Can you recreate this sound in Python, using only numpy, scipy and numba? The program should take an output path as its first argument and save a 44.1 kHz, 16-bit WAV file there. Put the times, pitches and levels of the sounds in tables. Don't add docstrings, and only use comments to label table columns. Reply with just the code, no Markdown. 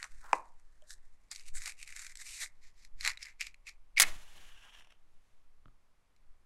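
import sys
import numpy as np
from scipy import signal
from scipy.fft import rfft, irfft, next_fast_len
from scipy.io import wavfile
from scipy.ndimage import uniform_filter1d
from numba import njit

SR = 44100
rng = np.random.default_rng(int(sys.argv[2]) if len(sys.argv) > 2 else 0)


def pcm_store(signal):
    levels = np.round(np.clip(np.atleast_2d(signal), -1, 1) * 32767)
    wavfile.write(sys.argv[1], SR, levels.astype(np.int16).T)


N = 284577
TIME = np.arange(N) / SR

# frequency in Hz, relative level in dB.
BOX_TONE = [(200, -41.5), (1200, -35), (3200, -6.5), (4100, 2.5), (5300, 1.5), (6400, -0.5), (7400, 1),
            (8400, -6.5), (10000, -11), (11200, -10), (12600, -18.5), (16000, -51.5)]
JET_TONE = [(300, -20.5), (900, -4.5), (2100, -4), (3450, -1), (4050, -20.5), (4800, -22), (5600, -7),
            (6300, -15), (6900, -17.5), (10500, -21.5), (15000, -41.5)]


def match_strike():
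    # start in seconds, level in dB, fade time in seconds, grit share (0-1).
    slips = [(3.9643, -40, .004, 0.01), (3.9709, -21.5, 0.0036, 0), (3.9751, -25.5, 0.0032, 0),
             (3.9791, -17.5, .003, 0), (3.984, -35.5, 0.0055, 0.4), (3.989, -25, 0.0044, 0.17),
             (3.9992, -9.5, .003, 0.93), (4.004, -16, 0.0024, .95), (4.0078, -14, 0.0023, 1),
             (4.0138, -23, .004, 0.97), (4.0186, -15, .003, .92), (4.0199, -12.5, .0015, .85),
             (4.0227, -19, .005, 0.99), (4.0277, -16.5, 0.0016, 0.9)]
    striker_tone = [(120, -63.5), (200, -40), (538, -20), (900, -13), (1680, -2.5), (2290, -4.5),
                    (2560, -7.5), (5420, -3.5), (6170, -5.5), (9060, -4), (11100, -9), (12600, -14.5),
                    (16000, -16)]
    gripped_box_tone = [(500, -46), (1500, -29.5), (1950, -10.5), (2260, 6.5), (2600, -5.5), (3300, -24),
                        (4750, -14), (5600, -20), (7000, -33.5), (14000, -47.5)]
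    # start in seconds, level in dB.
    recoils = [(4.0346, -14.5), (4.0374, -13.5)]
    # pitch in Hz, relative level in dB, seconds to fade by 60 dB.
    recoil_notes = [(1410, -8.5, 0.0089), (2052, 0.5, 0.008), (2495, -7, 0.011), (4075, -11, .008),
                    (8096, -20.5, .005)]
    out = np.zeros(N)
    for start, db, decay, grit in slips:
        rasp = burst(striker_tone, decay, spread_db=1.8)
        ring = burst(gripped_box_tone, decay, spread_db=1.8)
        add(out, start, amp(db) * (np.sqrt(grit) * rasp + np.sqrt(1 - grit) * ring))
    return out + blows(recoils, recoil_notes, rise_cycles=0.96)


def match_flare(light_s=4.03, spent_s=4.777, jet_peak_s=4.654, flutter_db=2.5):
    fizz_tone = [(150, -3.5), (400, -8), (850, 0), (1300, -3), (1900, 0), (3500, -1.5), (5000, -6.5),
                 (7000, -4.5), (8500, -9.5), (11500, -9.5), (13000, -20.5), (16000, -22)]
    billow_tone = [(250, -18), (850, 0), (1550, 2), (2000, -7), (6000, -32)]
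    # middle and length in seconds, level in dB.
    surges = [(4.206, 0.053, -63), (4.376, 0.025, -61), (4.461, 0.078, -65.5), (4.785, 0.051, -66.5)]
    # start in seconds, level in dB.
    spits = [(4.797, -52.5), (4.808, -51.5), (4.822, -55), (4.847, -58), (4.872, -56.5), (4.906, -57),
             (4.923, -56)]
    age = np.maximum(TIME - light_s, 0)
    burning = (TIME > light_s) * held(light_s, spent_s, fall_db_per_s=133)
    fizz_gain = amp(-44 - 170 * age) + amp(-60 - 17.5 * age)
    fizz_gain = np.sqrt(fizz_gain ** 2 + sum(swell(*surge) ** 2 for surge in surges))
    jet_gain = amp(-61) * held(jet_peak_s, spent_s, rise_db_per_s=23)
    fizz = unit(colour(grains(16000, 2.2), fizz_tone) * waver(60, 1.16))
    jet = unit(gas_jet() * waver(140.05, flutter_db))
    flare = burning * (fizz_gain * fizz + jet_gain * jet) * waver(45, 0.9)
    billow = swell(middle=4.67, length=0.034, db=-61) * noise(billow_tone) * waver(90, flutter_db)
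    last_puff = swell(middle=4.918, length=0.023, db=-70) * jet
    small_flame = swell(middle=5.26, length=0.28, db=-82.5) * fizz
    out = flare + billow + last_puff + small_flame
    for start, db in spits:
        add(out, start, amp(db) * burst(JET_TONE, decay=0.0019, spread_db=1.5))
    return out


def gas_jet():
    # pitch in Hz, width in Hz, relative level in dB.
    notes = [(1650, 190, -6.5), (2920, 420, 0)]
    bend = waver(30, 0.27)
    singing = sum(amp(db) * unit(resonate(rng.standard_normal(N), hz * bend, width, passes=2))
                  for hz, width, db in notes)
    return noise(JET_TONE) + unit(singing)


def cardboard_rubbing(tray_out_s=2.55):
    opening_tone = [(200, -29.5), (1200, -29), (3200, -16), (3750, -1), (4900, -1.5), (7600, 1.5),
                    (9000, -1.5), (10100, -8.5), (11200, -7.5), (12600, -17), (14000, -32.5), (16000, -40)]
    wall_tone = [(150, -45.5), (400, -22), (750, -4.5), (1200, 3.5), (1600, -1.5), (2200, -22.5),
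                 (4000, -46.5)]
    # middle and length in seconds, level in dB.
    squeezes = [(0.044, 0.025, -53), (1.321, .016, -62.5), (1.675, 0.033, -62.5), (2.436, 0.017, -57.5),
                (3.075, 0.03, -44)]
    snaps = grains(9000, 2.8) * waver(150, 1) * stick_and_slip()
    hiss = np.where(TIME > tray_out_s, unit(colour(snaps, BOX_TONE)), unit(colour(snaps, opening_tone)))
    speed, pressure = finger_pushes()
    hollow = amp(0.5) * pressure * unit(hollow_box(snaps, TIME))
    wall_gain = amp(-23) * pressure + sum(swell(*squeeze) for squeeze in squeezes)
    walls = wall_gain * unit(colour(snaps, wall_tone))
    return speed * hiss + hollow + walls + edge_chatter(snaps)


def finger_pushes(fidget_until_s=2.7, slow_db_per_s=560):
    # start, length and build-up in seconds, hiss level in dB, hollow ring level in dB.
    pushes = [(.005, 0.017, 0.022, -63, -57), (0.029, 0.02, 0.0051, -56.5, -53),
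              (0.12, 0.28, 0.058, -70, -70.5), (0.334, 0.026, 0.0081, -57.5, -60),
              (.407, .084, .01, -78, -78), (0.873, 0.071, .004, -64, -74.5),
              (0.906, .009, 0.0063, -51, -60), (1.315, 0.0084, 0.0027, -46.5, -51.5),
              (1.347, 0.067, .01, -62.5, -64.5), (1.474, 0.011, 0.024, -56.5, -60.5),
              (1.555, 0.027, 0.0079, -52.5, -53), (1.605, 0.054, .01, -52.5, -56),
              (1.657, 0.042, 0.0093, -48, -50), (1.796, 0.037, 0.015, -57, -58),
              (1.87, 0.066, 0.0068, -59.5, -59), (1.958, 0.11, 0.0096, -53, -55),
              (2.101, 0.013, 0.012, -57.5, -58.5), (2.205, .012, 0.019, -50, -53.5),
              (2.262, 0.16, .022, -49.5, -56.5), (2.42, 0.013, 0.022, -39, -43.5),
              (2.638, 0.045, .013, -66.5, -67.5), (2.779, 0.081, 0.019, -69, -73),
              (3.008, 0.032, 0.011, -52, -54), (3.047, 0.053, 0.012, -42.5, -40.5),
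              (3.217, 0.014, 0.015, -57.5, -54.5), (3.253, 0.047, 0.0048, -62, -54),
              (3.408, 0.016, 0.0049, -47.5, -46), (3.441, 0.035, .01, -57, -55),
              (3.674, 0.014, 0.007, -52.5, -48.5)]
    fidget = amp(-86) * (TIME < fidget_until_s) * waver(25, 3.0)
    speed, pressure = fidget.copy(), fidget.copy()
    for start, length, build_s, hiss_db, box_db in pushes:
        near = slice(*np.searchsorted(TIME, [start - 0.5, start + length + 0.5]))
        t = TIME[near] - start
        push = np.exp(np.minimum(t, 0) / build_s) * amp(-slow_db_per_s * np.maximum(t - length, 0))
        speed[near] = np.maximum(speed[near], amp(hiss_db) * push)
        pressure[near] = np.maximum(pressure[near], amp(box_db) * push)
    return speed, pressure


def stick_and_slip(catches_per_s=110, decay_s=0.0018):
    catches = abs(grains(catches_per_s, 2))
    jumps = unit(signal.lfilter([1], [1, -np.exp(-1 / (decay_s * SR))], catches))
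    gliding = swell(middle=2.35, length=0.14, db=0)
    depth = amp(-1) * (1 - gliding)
    return np.sqrt((1 + (depth * jumps) ** 2) / (1 + depth ** 2))


def edge_chatter(snaps):
    # middle and length in seconds, level in dB, pitch in Hz, width in Hz.
    chatters = [(1.322, 0.018, -53.5, 4820, 699), (1.568, .028, -46, 7600, 1700),
                (2.429, .02, -46, 3980, 1000), (3.056, .025, -44, 4300, 800),
                (3.176, 0.0037, -47, 3910, 200), (3.231, 0.015, -50, 5260, 1100)]
    out = np.zeros(N)
    for middle, length, db, hz, width in chatters:
        near = abs(TIME - middle) < 2 * length
        out[near] += swell(middle, length, db)[near] * unit(resonate(snaps[near], hz, width, passes=2))
    return out


def matchstick_ticks():
    # start in seconds, crack level in dB, hollow ring level in dB, stick pitch in Hz.
    ticks = [(0.0286, -39.5, -38, 4570), (0.042, -44.5, -41.5, 5800), (.906, -46, -49.5, 5330),
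             (1.3141, -38.5, -59, 7400), (1.3164, -44, -55, 5010), (1.349, -51, -64, 6500),
             (1.3601, -42, -56, 5800), (1.3961, -51, -58, 5170), (1.5717, -56, -46.5, 7200),
             (1.582, -45.5, -63, 8000), (1.6189, -45, -47, 7200), (1.658, -38, -41, 4300),
             (1.6771, -45, -52, 7650), (1.695, -47, -46, 4300), (1.828, -43.5, -44, 8160),
             (1.8758, -49.5, -49, 7740), (1.925, -52.5, -45, 6800), (1.9632, -43, -47.5, 7600),
             (2.067, -46.5, -51, 6940), (2.1549, -46, -53, 7970), (2.1717, -46, -65, 7600),
             (2.46, -57, -45, 7450), (2.849, -53.5, -57.5, 5100), (3.009, -38.5, -42, 4230),
             (3.049, -32.5, -32, 4140), (3.0646, -36, -32, 7600), (3.0759, -26.5, -25.5, 4090),
             (3.083, -39, -41, 3900), (3.103, -43.5, -37.5, 4420), (3.1734, -53.5, -47, 3910),
             (3.2281, -41.5, -46.5, 5200), (3.256, -48.5, -47.5, 5200), (3.4089, -35, -35, 5530),
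             (3.4142, -42, -31, 4600), (3.427, -47, -46, 7000), (3.468, -46, -56, 5000),
             (3.5435, -61.5, -53, 4200), (6.1634, -72, -78, 4070)]
    out, tap = np.zeros(N), signal.unit_impulse(2048)
    scale = np.sqrt(SR * 0.003 / len(tap))
    for start, crack_db, box_db, stick_hz in ticks:
        stick = unit(resonate(colour(tap, BOX_TONE), stick_hz, width=170))
        crackle = unit(burst(BOX_TONE, decay=0.0021, spread_db=0.94))
        crack = unit(crackle + amp(-2) * stick)
        hollow = unit(hollow_box(tap, start))
        add(out, start, scale * (amp(crack_db) * crack + amp(box_db) * hollow))
    return out


def hollow_box(x, when, lowest_hz=1300):
    # time in seconds, pitch in Hz, width in Hz (wider when the fingers damp it more).
    box_note = [(.03, 1850, 1000), (.9, 1694, 380), (1.32, 2150, 650), (1.485, 2500, 800),
                (1.555, 1850, 750), (1.8, 2480, 650), (1.98, 2050, 750), (2.21, 2000, 600),
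                (2.3, 2565, 1100), (2.43, 2060, 484), (3.07, 2120, 640), (3.23, 2210, 700),
                (3.28, 2040, 480), (3.41, 2332, 680), (3.68, 2296, 470)]
    times, hz, width = np.transpose(box_note)
    x = signal.sosfilt(signal.butter(2, lowest_hz, "high", fs=SR, output="sos"), x)
    return resonate(x, np.interp(when, times, hz), np.interp(when, times, width), passes=4)


def table_sounds():
    # time in seconds, level in dB.
    scuff_levels = [(.22, -69.5), (.25, -54.5), (.285, -60.5), (.315, -53.5), (.333, -62.5)]
    knocks = [(.3306, -5.5)]
    tocks = [(.822, -57.5)]
    bumps = [(4.158, -47.5), (5.657, -47), (5.682, -54)]
    # pitch in Hz, relative level in dB, seconds to fade by 60 dB.
    knock_notes = [(296, -28, 0.042), (485, -17, 0.028), (919, 3.5, 0.012), (987, -5.5, 0.014),
                   (345, -43, .15), (978.6, -31, 0.14), (1063, -30, .18), (1140, -33, .16),
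                   (2000, -34, .09), (1668, -7.5, 0.0092), (2440, -6, .008), (5146, -22.5, 0.008),
                   (5940, -22, 0.0079), (7600, -18, 0.0033), (10490, -29, .003)]
    tock_notes = [(610, -0.5, 0.076), (3120, -1.5, 0.018), (7300, 8, 0.0021)]
    bump_notes = [(114, -4, 0.076), (165, -1.5, 0.035), (258, -10, 0.067), (680, -8, 0.012),
                  (1260, 0.5, 0.012), (3200, -8.5, 0.0046)]
    scuff_tone = [(300, -22), (700, -12), (1050, 0), (1550, -1), (2100, -17), (5000, -33.5)]
    scuff_gain = amp(np.interp(TIME, *np.transpose(scuff_levels), left=-200, right=-200))
    scuff = scuff_gain * unit(colour(grains(3300, 2.0), scuff_tone))
    knock = blows(knocks, knock_notes, rise_cycles=1.4)
    tock = blows(tocks, tock_notes, rise_cycles=0.48)
    bump = blows(bumps, bump_notes, rise_cycles=0.35)
    return scuff + knock + tock + bump


def air(settle_s=4.44):
    # middle and length in seconds, relative level in dB.
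    wafts = [(0.178, 0.12, -45), (1.559, 0.095, -40.5), (3.0, .16, -45), (4.1, 0.15, -42.5),
             (4.38, .3, -51), (5.66, .12, -55.5), (6.27, .14, -56)]
    draft_tone = [(3, -5.5), (8, 2.5), (16, -13), (30, -17.5), (45, -26.5), (70, -40), (130, -45.5),
                  (300, -62), (1000, -95)]
    background_tone = [(35, -21.5), (60, -0.5), (81, -11), (281, -18.5), (600, -20), (1110, -18.5),
                       (1580, -23.5), (2090, -23), (2970, -28.5), (11800, -36), (13000, -46),
                       (16000, -56.5)]
    steady = amp(-56) * held(0, settle_s, fall_db_per_s=6)
    draft_gain = amp(5) * np.sqrt(steady ** 2 + sum(swell(*waft) ** 2 for waft in wafts))
    return amp(-77) * noise(background_tone) + draft_gain * noise(draft_tone)


def room_echo(x, tail_delay_s=0.004, echo_s=0.0099, echo_db=-9):
    # frequency in Hz, seconds to fade by 60 dB, relative level in dB.
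    bands = [(150, .4, 7), (398.4, 0.28, 8.5), (903.3, .36, 1.5), (2194, .26, 1), (4520, 0.11, -3.5),
             (9000, 0.089, -11.5), (15005, 0.05, -5.5)]
    t = np.arange(SR * 3 // 4) / SR
    reflections = grains(4000, 0.93, size=len(t)) * (t > tail_delay_s)
    hz, times, spectrum = signal.stft(reflections, SR, nperseg=256)
    fade = amp(read(bands, hz, column=2)[:, None] - 60 * times / read(bands, hz)[:, None])
    tail = signal.istft(spectrum * fade, SR, nperseg=256)[1]
    tail = tail / np.linalg.norm(tail)
    add(tail, echo_s, amp([echo_db]))
    return signal.oaconvolve(x, tail)[:N]


def blows(hits, notes, rise_cycles):
    t, out = np.arange(SR // 8) / SR, np.zeros(N)
    ring = 0
    for hz, db, fade_s in notes:
        onset = 1 - np.exp(-(t * hz / rise_cycles) ** 2)
        ring += amp(db - 60 * t / fade_s) * np.sin(2 * np.pi * hz * t) * onset
    for start, db in hits:
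        add(out, start, amp(db) * ring)
    return out


def burst(tone, decay, spread_db, size=2048):
    fade = np.exp(-np.arange(size) / SR / decay)
    sound = colour(grains(SR / 2, spread_db, size=size) * fade, tone)
    return sound * np.linalg.norm(fade) / np.linalg.norm(sound)


def grains(per_s, spread_db, size=N):
    heights = amp(spread_db * np.minimum(rng.exponential(1, size), 4))
    return unit(heights * rng.choice([-1, 1], size) * (rng.random(size) < per_s / SR))


def noise(tone):
    size = next_fast_len(N)
    gain = amp(read(tone, np.fft.rfftfreq(size, 1 / SR)))
    return unit(irfft(rfft(rng.standard_normal(size)) * gain, size)[:N])


def colour(x, tone, size=4096):
    hz = abs(np.fft.fftfreq(size, 1 / SR))
    log_gain = np.log(amp(np.maximum(read(tone, hz), -100)))
    ring = np.fft.ifft(np.exp(np.conj(signal.hilbert(log_gain)))).real[:size // 2]
    return signal.oaconvolve(x, ring)[:len(x)]


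def resonate(x, hz, width, passes=1):
    ones = np.ones(len(x))
    turn = np.exp(2j * np.pi * np.cumsum(hz * ones) / SR)
    memory = np.exp(-np.pi * width * np.sqrt(passes) * ones / SR)
    ring = x / turn + 1e-18
    for _ in range(passes):
        ring = smooth(ring, memory)
    return (turn * ring).real / np.sqrt(width)


@njit
def smooth(x, memory):
    out, state = np.empty_like(x), 0j
    for i in range(len(x)):
        state = memory[i] * state + (1 - memory[i]) * x[i]
        out[i] = state
    return out


def waver(per_s, depth_db):
    span = int(SR / per_s)
    drift = uniform_filter1d(uniform_filter1d(rng.standard_normal(N), span), span)
    return amp(depth_db * unit(drift))


def swell(middle, length, db):
    return amp(db) * np.exp(-2 * ((TIME - middle) / length) ** 2)


def held(start, end, rise_db_per_s=0, fall_db_per_s=0):
    return amp(-rise_db_per_s * np.maximum(start - TIME, 0) - fall_db_per_s * np.maximum(TIME - end, 0))


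def read(table, hz, column=1):
    columns = np.transpose(table)
    return np.interp(np.log(hz + 1), np.log(columns[0] + 1), columns[column])


def add(mix, start, sound):
    part = mix[max(round(start * SR), 0):][:len(sound)]
    part += sound[:len(part)]


def amp(db):
    return 10 ** (np.asarray(db) / 20)


def unit(x):
    return x / np.sqrt(np.mean(x ** 2) + 1e-30)


def scene():
    box = cardboard_rubbing() + matchstick_ticks()
    match = match_strike() + match_flare()
    table = table_sounds()
    echo = room_echo(amp(-24) * box + amp(-19) * match + amp(-23) * table)
    return (box + match + table + echo + air())[None]


def record(dry):
    low_pass = signal.firwin(511, 15900, window=("kaiser", 9), fs=SR)
    return signal.oaconvolve(dry, low_pass[None], "same")


dry = scene()
out = record(dry)
pcm_store(out)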